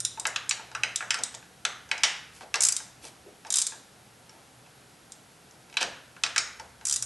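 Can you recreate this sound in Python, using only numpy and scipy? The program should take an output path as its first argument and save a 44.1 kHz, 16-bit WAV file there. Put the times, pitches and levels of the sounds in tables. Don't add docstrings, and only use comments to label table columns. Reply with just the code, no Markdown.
import sys
import numpy as np
from scipy import signal
from scipy.fft import rfft, irfft, next_fast_len
from scipy.io import wavfile
from scipy.ndimage import uniform_filter1d, minimum_filter1d

SR = 44100
rng = np.random.default_rng(int(sys.argv[2]) if len(sys.argv) > 2 else 0)


def generate_wav(signal):
    frames = np.transpose(np.atleast_2d(signal))
    scaled = np.clip(frames, -1, 1) * 32767
    pcm = np.round(scaled).astype(np.int16)
    wavfile.write(sys.argv[1], SR, pcm)


N = 310902


def undb(db):
    return 10 ** (np.asarray(db) / 20)


def add(out, start_s, sound):
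    i = int(start_s * SR)
    out[i:i + len(sound)] += sound[:N - i]


def coloured_noise(gain_at, length):
    hz = np.maximum(np.fft.rfftfreq(length, 1 / SR), 1)
    noise = irfft(rfft(rng.standard_normal(length)) * gain_at(hz), length)
    return noise / np.sqrt(np.mean(noise ** 2))


def chatter(ms):
    t_ms = np.arange(SR // 16) / SR * 1000
    return rng.standard_normal(len(t_ms)) * np.exp(-(t_ms / max(ms, .1)) ** 1.77)


def strike(modes, force, crack_db):
    hz, db, t60 = np.transpose(modes)
    detune, strength, phase = rng.standard_normal((3, len(hz)))
    t = np.arange(SR // 10) / SR
    rings = np.exp(np.outer(2j * np.pi * hz * (1 + 0.0096 * detune) - np.log(1000) / t60, t))
    weights = undb(db + 3 * strength) * np.exp(2j * np.pi * phase)
    hit = (weights @ rings).imag
    hit *= 1 - np.exp(-t / 0.00061)
    hit[:len(force)] += undb(crack_db) * force
    band = signal.butter(3, (.85 * hz.min(), 1.05 * hz.max()), "band", fs=SR, output="sos")
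    hit = signal.sosfilt(band, hit)
    loudest_rms = np.sqrt(uniform_filter1d(hit ** 2, size=64).max())
    return hit / loudest_rms / 2


# f/Hz, relative level/dB, t60/s
HEAD_MODES = [(4915, 1, 0.014), (5130, -9.5, 0.077), (5700, 9.5, 0.011), (6280, 11.5, 0.011),
              (6895, 10.5, 0.016), (7440, 7.5, 0.022), (8030, 9, 0.019), (8670, 11.5, 0.012),
              (9200, 4, 0.011), (9900, -30, 0.009), (10010, -2.5, 0.014), (10550, -5, 0.017)]
GEAR_MODES = [(3680, -0.11, 0.018), (3937, -0.58, 0.0067)]
EXTENSION_MODES = [(1327, -0.5, 0.033), (1390, -8.5, 0.099), (1502, -6.5, 0.036), (1664, 5, 0.027),
                   (1994, 1, 0.022), (2185, 1, 0.022), (2586, 12.5, 0.011)]
# t/s, head level/dB, gear level/dB
CLICKS = [(0.0024, -16.5, -34.5), (0.0494, -11.5, -16), (0.197, -19, -33.5), (0.2681, -16.5, -38),
          (0.4931, -12, -29), (0.9586, -13, -20.5), (1.2352, -13, -23), (1.348, -28, -30.5),
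          (2.606, -9, -29), (2.6198, -11, -42), (2.6343, -8.5, -36.5), (2.6499, -8.5, -39),
          (2.6666, -12, -34.5), (2.686, -8, -27), (2.7225, -13, -62), (2.7652, -12.5, -25.5),
          (3.5033, -16, -23.5), (3.5237, -14, -30), (3.5399, -11, -19.5), (3.557, -12.5, -36),
          (3.5684, -14, -22), (3.5845, -9.5, -20), (3.6005, -17, -33), (3.6163, -12.5, -27),
          (3.6664, -15, -25), (5.1198, -30, -41), (6.8526, -15.5, -40), (6.8683, -15.5, -42),
          (6.882, -17.5, -40), (6.896, -14.5, -28.5), (6.9101, -16.5, -26.5), (6.9248, -11.5, -31),
          (6.939, -17, -28), (6.9603, -14, -27.5), (7.024, -14, -37)]


def pawl_clicks():
    out = np.zeros(N)
    gaps_s = np.diff(np.transpose(CLICKS)[0], prepend=-1)
    speeds = 1 / (1 + (gaps_s / 0.014) ** 6)
    scatter = rng.standard_normal((len(CLICKS), 2))
    for (start, head_db, gear_db), speed, (late, hard) in zip(CLICKS, speeds, scatter):
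        add(out, start, undb(head_db) * strike(HEAD_MODES, chatter(ms=1.0), crack_db=12.7))
        add(out, start, undb(gear_db) * strike(GEAR_MODES, chatter(ms=3.4), crack_db=3.4))
        add(out, start, undb(head_db - 22) * strike(EXTENSION_MODES, chatter(ms=7.4), crack_db=31))
        rebound_s = start + (3.4 + 0.7 * late) / 1000
        rebound_db = head_db - 7.5 + 7 * speed + 2.5 * hard
        add(out, rebound_s, undb(rebound_db) * strike(HEAD_MODES, chatter(ms=3.2), crack_db=14.7))
    return out


# f/Hz, relative level/dB, t60/s
SOCKET_MODES = [(2736, -13.5, 0.028), (2965, 13.5, 0.0065), (3490, -21, 0.03), (3944, -2, 0.028),
                (3790, -60, 0.05)]
HANDLE_MODES = [(4605, -3.5, 0.11), (4980, 0.5, 0.098), (5347, 13, 0.022), (5800, 4, 0.061),
                (6220, 19.5, 0.01), (6670, 6.5, 0.034)]
BRACKET_MODES = [(718, -1, 0.031), (881.5, -1, 0.062), (963, -1.7, 0.017)]
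COVER_MODES = [(193.7, -4, 0.72), (286, 0.5, 0.018), (461.4, 7.5, 0.13)]
# t/s, extension level/dB, head level/dB, bracket level/dB, chatter/ms, favoured f/Hz
SLACK_KNOCKS = [(0.174, -35, -56, -33.5, 4, 1310), (0.253, -12.5, -29, -30, 2.4, 2020),
                (0.3602, -15.5, -24, -39, 4.5, 2480), (0.5095, -14, -18.5, -39.5, 2.9, 2410),
                (0.571, -36, -53, -48, 3.3, 1410), (0.594, -33.5, -59, -37, 4.4, 1600),
                (0.7144, -34, -45, -43, 6.4, 1390), (0.7494, -20.5, -30, -38, 2.9, 1330),
                (0.834, -10.5, -21.5, -33, 1.3, 2130), (1.0056, -20, -49, -39, 3.8, 1540),
                (1.0246, -23.5, -53, -37, 3.2, 1630), (1.1056, -12.5, -17, -43, 2.8, 2380),
                (1.119, -35, -46, -54, 4, 2150), (1.1423, -17, -23, -34.5, 7.8, 1410),
                (1.188, -40, -33.5, -33.5, 4, 1900), (1.3417, -38, -40, -40, 13, 1530),
                (1.426, -39, -66, -65, 2.7, 1640), (1.6508, -11.5, -19, -32, 5.2, 2050),
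                (1.89, -42, -47, -50, 3.2, 1370), (1.9136, -9, -25, -31, 3.2, 2440),
                (1.9787, -32, -34, -42, 4, 2200), (2.034, -7, -7, -28.5, 6.5, 2120),
                (2.4077, -36.5, -48, -36.5, 9, 1500), (2.541, -14, -21.5, -32, 10.4, 2030),
                (2.5554, -24.5, -21, -28.5, 7.8, 1480), (2.8015, -33.5, -45, -41, 4, 1540),
                (3.0499, -60, -39, -52, 2.8, 2000), (3.4482, -33.5, -46, -39, 5.2, 1690),
                (3.4679, -50, -41, -47, 2.6, 2000), (3.7204, -34.5, -56, -40.5, 4.3, 1520),
                (4.2936, -45, -44, -52, 2.9, 1900), (4.6618, -45.5, -58, -62, 4.7, 1670),
                (5.5097, -56, -47.5, -66, 4, 1900), (5.698, -46, -53, -63, 3.2, 2320),
                (5.7264, -40, -49, -53, 5.8, 2580), (5.7403, -35.5, -45, -46.5, 1.9, 2200),
                (5.7692, -13.5, -24, -34, 7.5, 2700), (5.811, -23, -26, -24, 4.4, 2270),
                (5.8164, -20.5, -35, -45, 1.7, 2430), (5.8276, -17.5, -22, -42, 3.1, 1920),
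                (6.164, -37.5, -54, -55, 5.4, 1600), (6.2356, -13.5, -17.5, -33, 4.4, 2480),
                (6.2626, -22.5, -30, -46, 4.5, 1910), (6.3609, -13, -22.5, -36.5, 8.3, 1820),
                (6.3792, -14.5, -12, -35, 6.9, 1890), (6.474, -46, -42, -50, 3, 1430),
                (6.5969, -33.5, -38, -35, 7, 1500), (6.811, -39, -51, -48, 1.5, 1660)]


def slack_knocks():
    out = np.zeros(N)
    for start, extension_db, head_db, bracket_db, ms, favoured_hz in SLACK_KNOCKS:
        force = chatter(ms)
        focused_modes = [(hz, db - 12.5 * abs(np.log2(hz / favoured_hz)), t60)
                         for hz, db, t60 in EXTENSION_MODES]
        socket_db = extension_db + 0.39 * (head_db - extension_db) + 1.5
        socket_db += 6.5 * np.log2(favoured_hz / 2058)
        for modes, db, crack_db in [(focused_modes, extension_db, 7.4),
                                    (SOCKET_MODES, socket_db, 11.4),
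                                    (HANDLE_MODES, head_db + 1.7, 5.3),
                                    (HEAD_MODES, head_db, 4.55),
                                    (BRACKET_MODES, bracket_db, 8.2),
                                    (COVER_MODES, bracket_db - 12, 13)]:
            add(out, start, undb(db) * strike(modes, force, crack_db))
    return out


# t/s, f/Hz, level/dB, t60/s
STEEL_PINGS = [(6.383, 6680, -35, .42)]


def steel_ping():
    out = np.zeros(N)
    t = np.arange(SR // 2) / SR
    for start, hz, db, t60 in STEEL_PINGS:
        add(out, start, undb(db) * np.sin(2 * np.pi * hz * t) * np.exp(-np.log(1000) * t / t60))
    return out


# t/s, length/s, level/dB, centre f/Hz, spread/octaves
SLEEVE_RUBS = [(1.163, 0.05, -49, 900, 2.9), (1.185, 0.079, -55, 210, 0.49), (2.315, 0.1, -54.5, 4930, 2.4),
               (2.401, 0.046, -47.5, 900, 2.5), (3.01, 0.099, -46.5, 3970, 2.8),
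               (3.032, 0.044, -52, 340, 1.4), (3.242, 0.059, -55.5, 370, 0.51),
               (3.451, 0.043, -52, 1190, 2.5), (4.29, .14, -62.5, 700, 1.9), (4.63, 0.072, -66, 1200, 1.6),
               (5.011, 0.18, -71, 500, 1.5), (5.374, 0.28, -79, 1500, 2.9), (5.799, 0.042, -29, 2500, 1.35),
               (5.8, 0.057, -48.5, 280, 1.3), (6.587, 0.017, -54.5, 1460, 2.5)]


def sleeve_rubs():
    out = np.zeros(N)
    for start, length_s, db, hz, octaves in SLEEVE_RUBS:
        size = int(length_s * SR)
        grain = undb(26.28 * uniform_filter1d(rng.standard_normal(SR // 2), 64))
        friction = grain * coloured_noise(lambda f: np.exp(-(np.log2(f / hz) / octaves) ** 2), SR // 2)
        add(out, start, undb(db) * friction[:size] * np.hanning(size) ** .5)
    return out


def bay_reflections(hits):
    t = np.arange(SR // 10) / SR
    mid, side = (coloured_noise(lambda f: 1 / (1 + (f / hz) ** 2), len(t)) for hz in (8000, 3500))
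    mid = undb(-33.5) * np.exp(-t / 0.014) * mid
    side = undb(-44) * np.exp(-t / 0.004) * side
    return np.array([signal.oaconvolve(hits, response)[:N] for response in (mid + side, mid - side)])


# f/Hz, t60/s, level/dB, side minus mid/dB
WORKSHOP_TAIL = [(200, 0.65, -8.5, -31), (630, 0.33, 7, -18.5), (1230, 0.64, -4, -13),
                 (2460, 0.56, -6, -22), (4730, 0.51, -8.5, -58), (10000, 0.28, -8.5, -52),
                 (12200, 0.75, -18, -34)]


def workshop_reverb(hits):
    hop = 64
    frames = dict(fs=SR, nperseg=256, noverlap=256 - hop)
    f, _, spectrum = signal.stft(hits, **frames)
    hz, *columns = np.transpose(WORKSHOP_TAIL)
    t60, db, side_db = (np.interp(np.log(f + 1), np.log(hz), column) for column in columns)
    kept_per_hop = np.exp(-2 * np.log(1000) * hop / (t60 * SR))
    energy = np.array([signal.lfilter([0, 0, 0, 1 - kept], [1, -kept], band)
                       for kept, band in zip(kept_per_hop, np.abs(spectrum) ** 2)])
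    mid_noise, side_noise = (signal.stft(rng.standard_normal(N), **frames)[2] for _ in range(2))
    gain = undb(db)[:, None] * np.sqrt(energy / np.mean(np.abs(mid_noise) ** 2))
    mid = signal.istft(gain * mid_noise, **frames)[1][:N]
    side = signal.istft(gain * undb(side_db)[:, None] * side_noise, **frames)[1][:N]
    return np.array([mid + side, mid - side])


# f/Hz, relative level/dB
AIR_COLOUR = [(12, -70), (20, -27), (60, -15), (97, -11.5), (130, -5), (156, -6.5), (289, -10),
              (387, -12.5), (431, -11), (660, -13), (735, -10.5), (1160, -17.5), (1360, -14.5), (1920, -18),
              (11800, -24), (15300, -97), (22000, -120)]
# f/Hz, relative level/dB
AIR_WIDTH = [(60, -3), (110, -12), (200, -2), (350, 7.5), (630, 9), (1140, 11), (2060, 8.5), (3720, -4.5),
             (6700, -35), (12100, -12)]


def room_air():
    def eq(table, f):
        hz, db = np.transpose(table)
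        return undb(np.interp(np.log(f), np.log(hz), db))

    length = next_fast_len(N)
    mid = coloured_noise(lambda f: eq(AIR_COLOUR, f), length)
    side = undb(-10) * coloured_noise(lambda f: eq(AIR_COLOUR, f) * eq(AIR_WIDTH, f), length)
    return undb(-55.5) * np.array([mid + side, mid - side])[:, :N]


# t/s, rumble level/dB, hum level/dB
HEATER_FADERS = [(0.0, -67, -57), (0.33, -70, -56.5), (0.61, -71, -68), (0.8, -72, -56), (1.0, -78, -62.5),
                 (2.0, -69, -69), (2.9, -70, -68), (3.6, -74, -76), (4.6, -80, -67), (5.6, -77, -74),
                 (6.3, -70, -68), (6.7, -66.5, -69), (7.05, -61, -59)]


def heater(rumble_hz=72, hum_hz=119.7, hum_width_hz=6):
    times, rumble_db, hum_db = np.transpose(HEATER_FADERS)
    length = next_fast_len(N)
    t = np.arange(N) / SR
    rumble = coloured_noise(lambda f: np.exp(-(np.log2(f / rumble_hz) / 0.36) ** 2), length)[:N]
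    hum = coloured_noise(lambda f: 1 / (1 + ((f - hum_hz) / hum_width_hz) ** 2), length)[:N]
    return undb(np.interp(t, times, rumble_db)) * rumble + undb(np.interp(t, times, hum_db)) * hum


def scene():
    off_axis = signal.cheby1(8, .5, 11350, fs=SR, output="sos")
    hits = signal.sosfilt(off_axis, pawl_clicks() + slack_knocks() + steel_ping() + sleeve_rubs())
    return hits + bay_reflections(hits) + workshop_reverb(hits) + room_air() + heater()


def record(dry):
    ceiling_db, window_s, top_hz = -6, .004, 11800
    size = int(window_s * SR)
    allowed_gain = np.minimum(1, undb(ceiling_db) / (np.abs(dry).max(axis=0) + 1e-9))
    gain = uniform_filter1d(minimum_filter1d(allowed_gain, size=size), size=size)
    return signal.sosfilt(signal.ellip(8, .3, 60, top_hz, fs=SR, output="sos"), gain * dry)


dry = scene()
out = record(dry)
generate_wav(out)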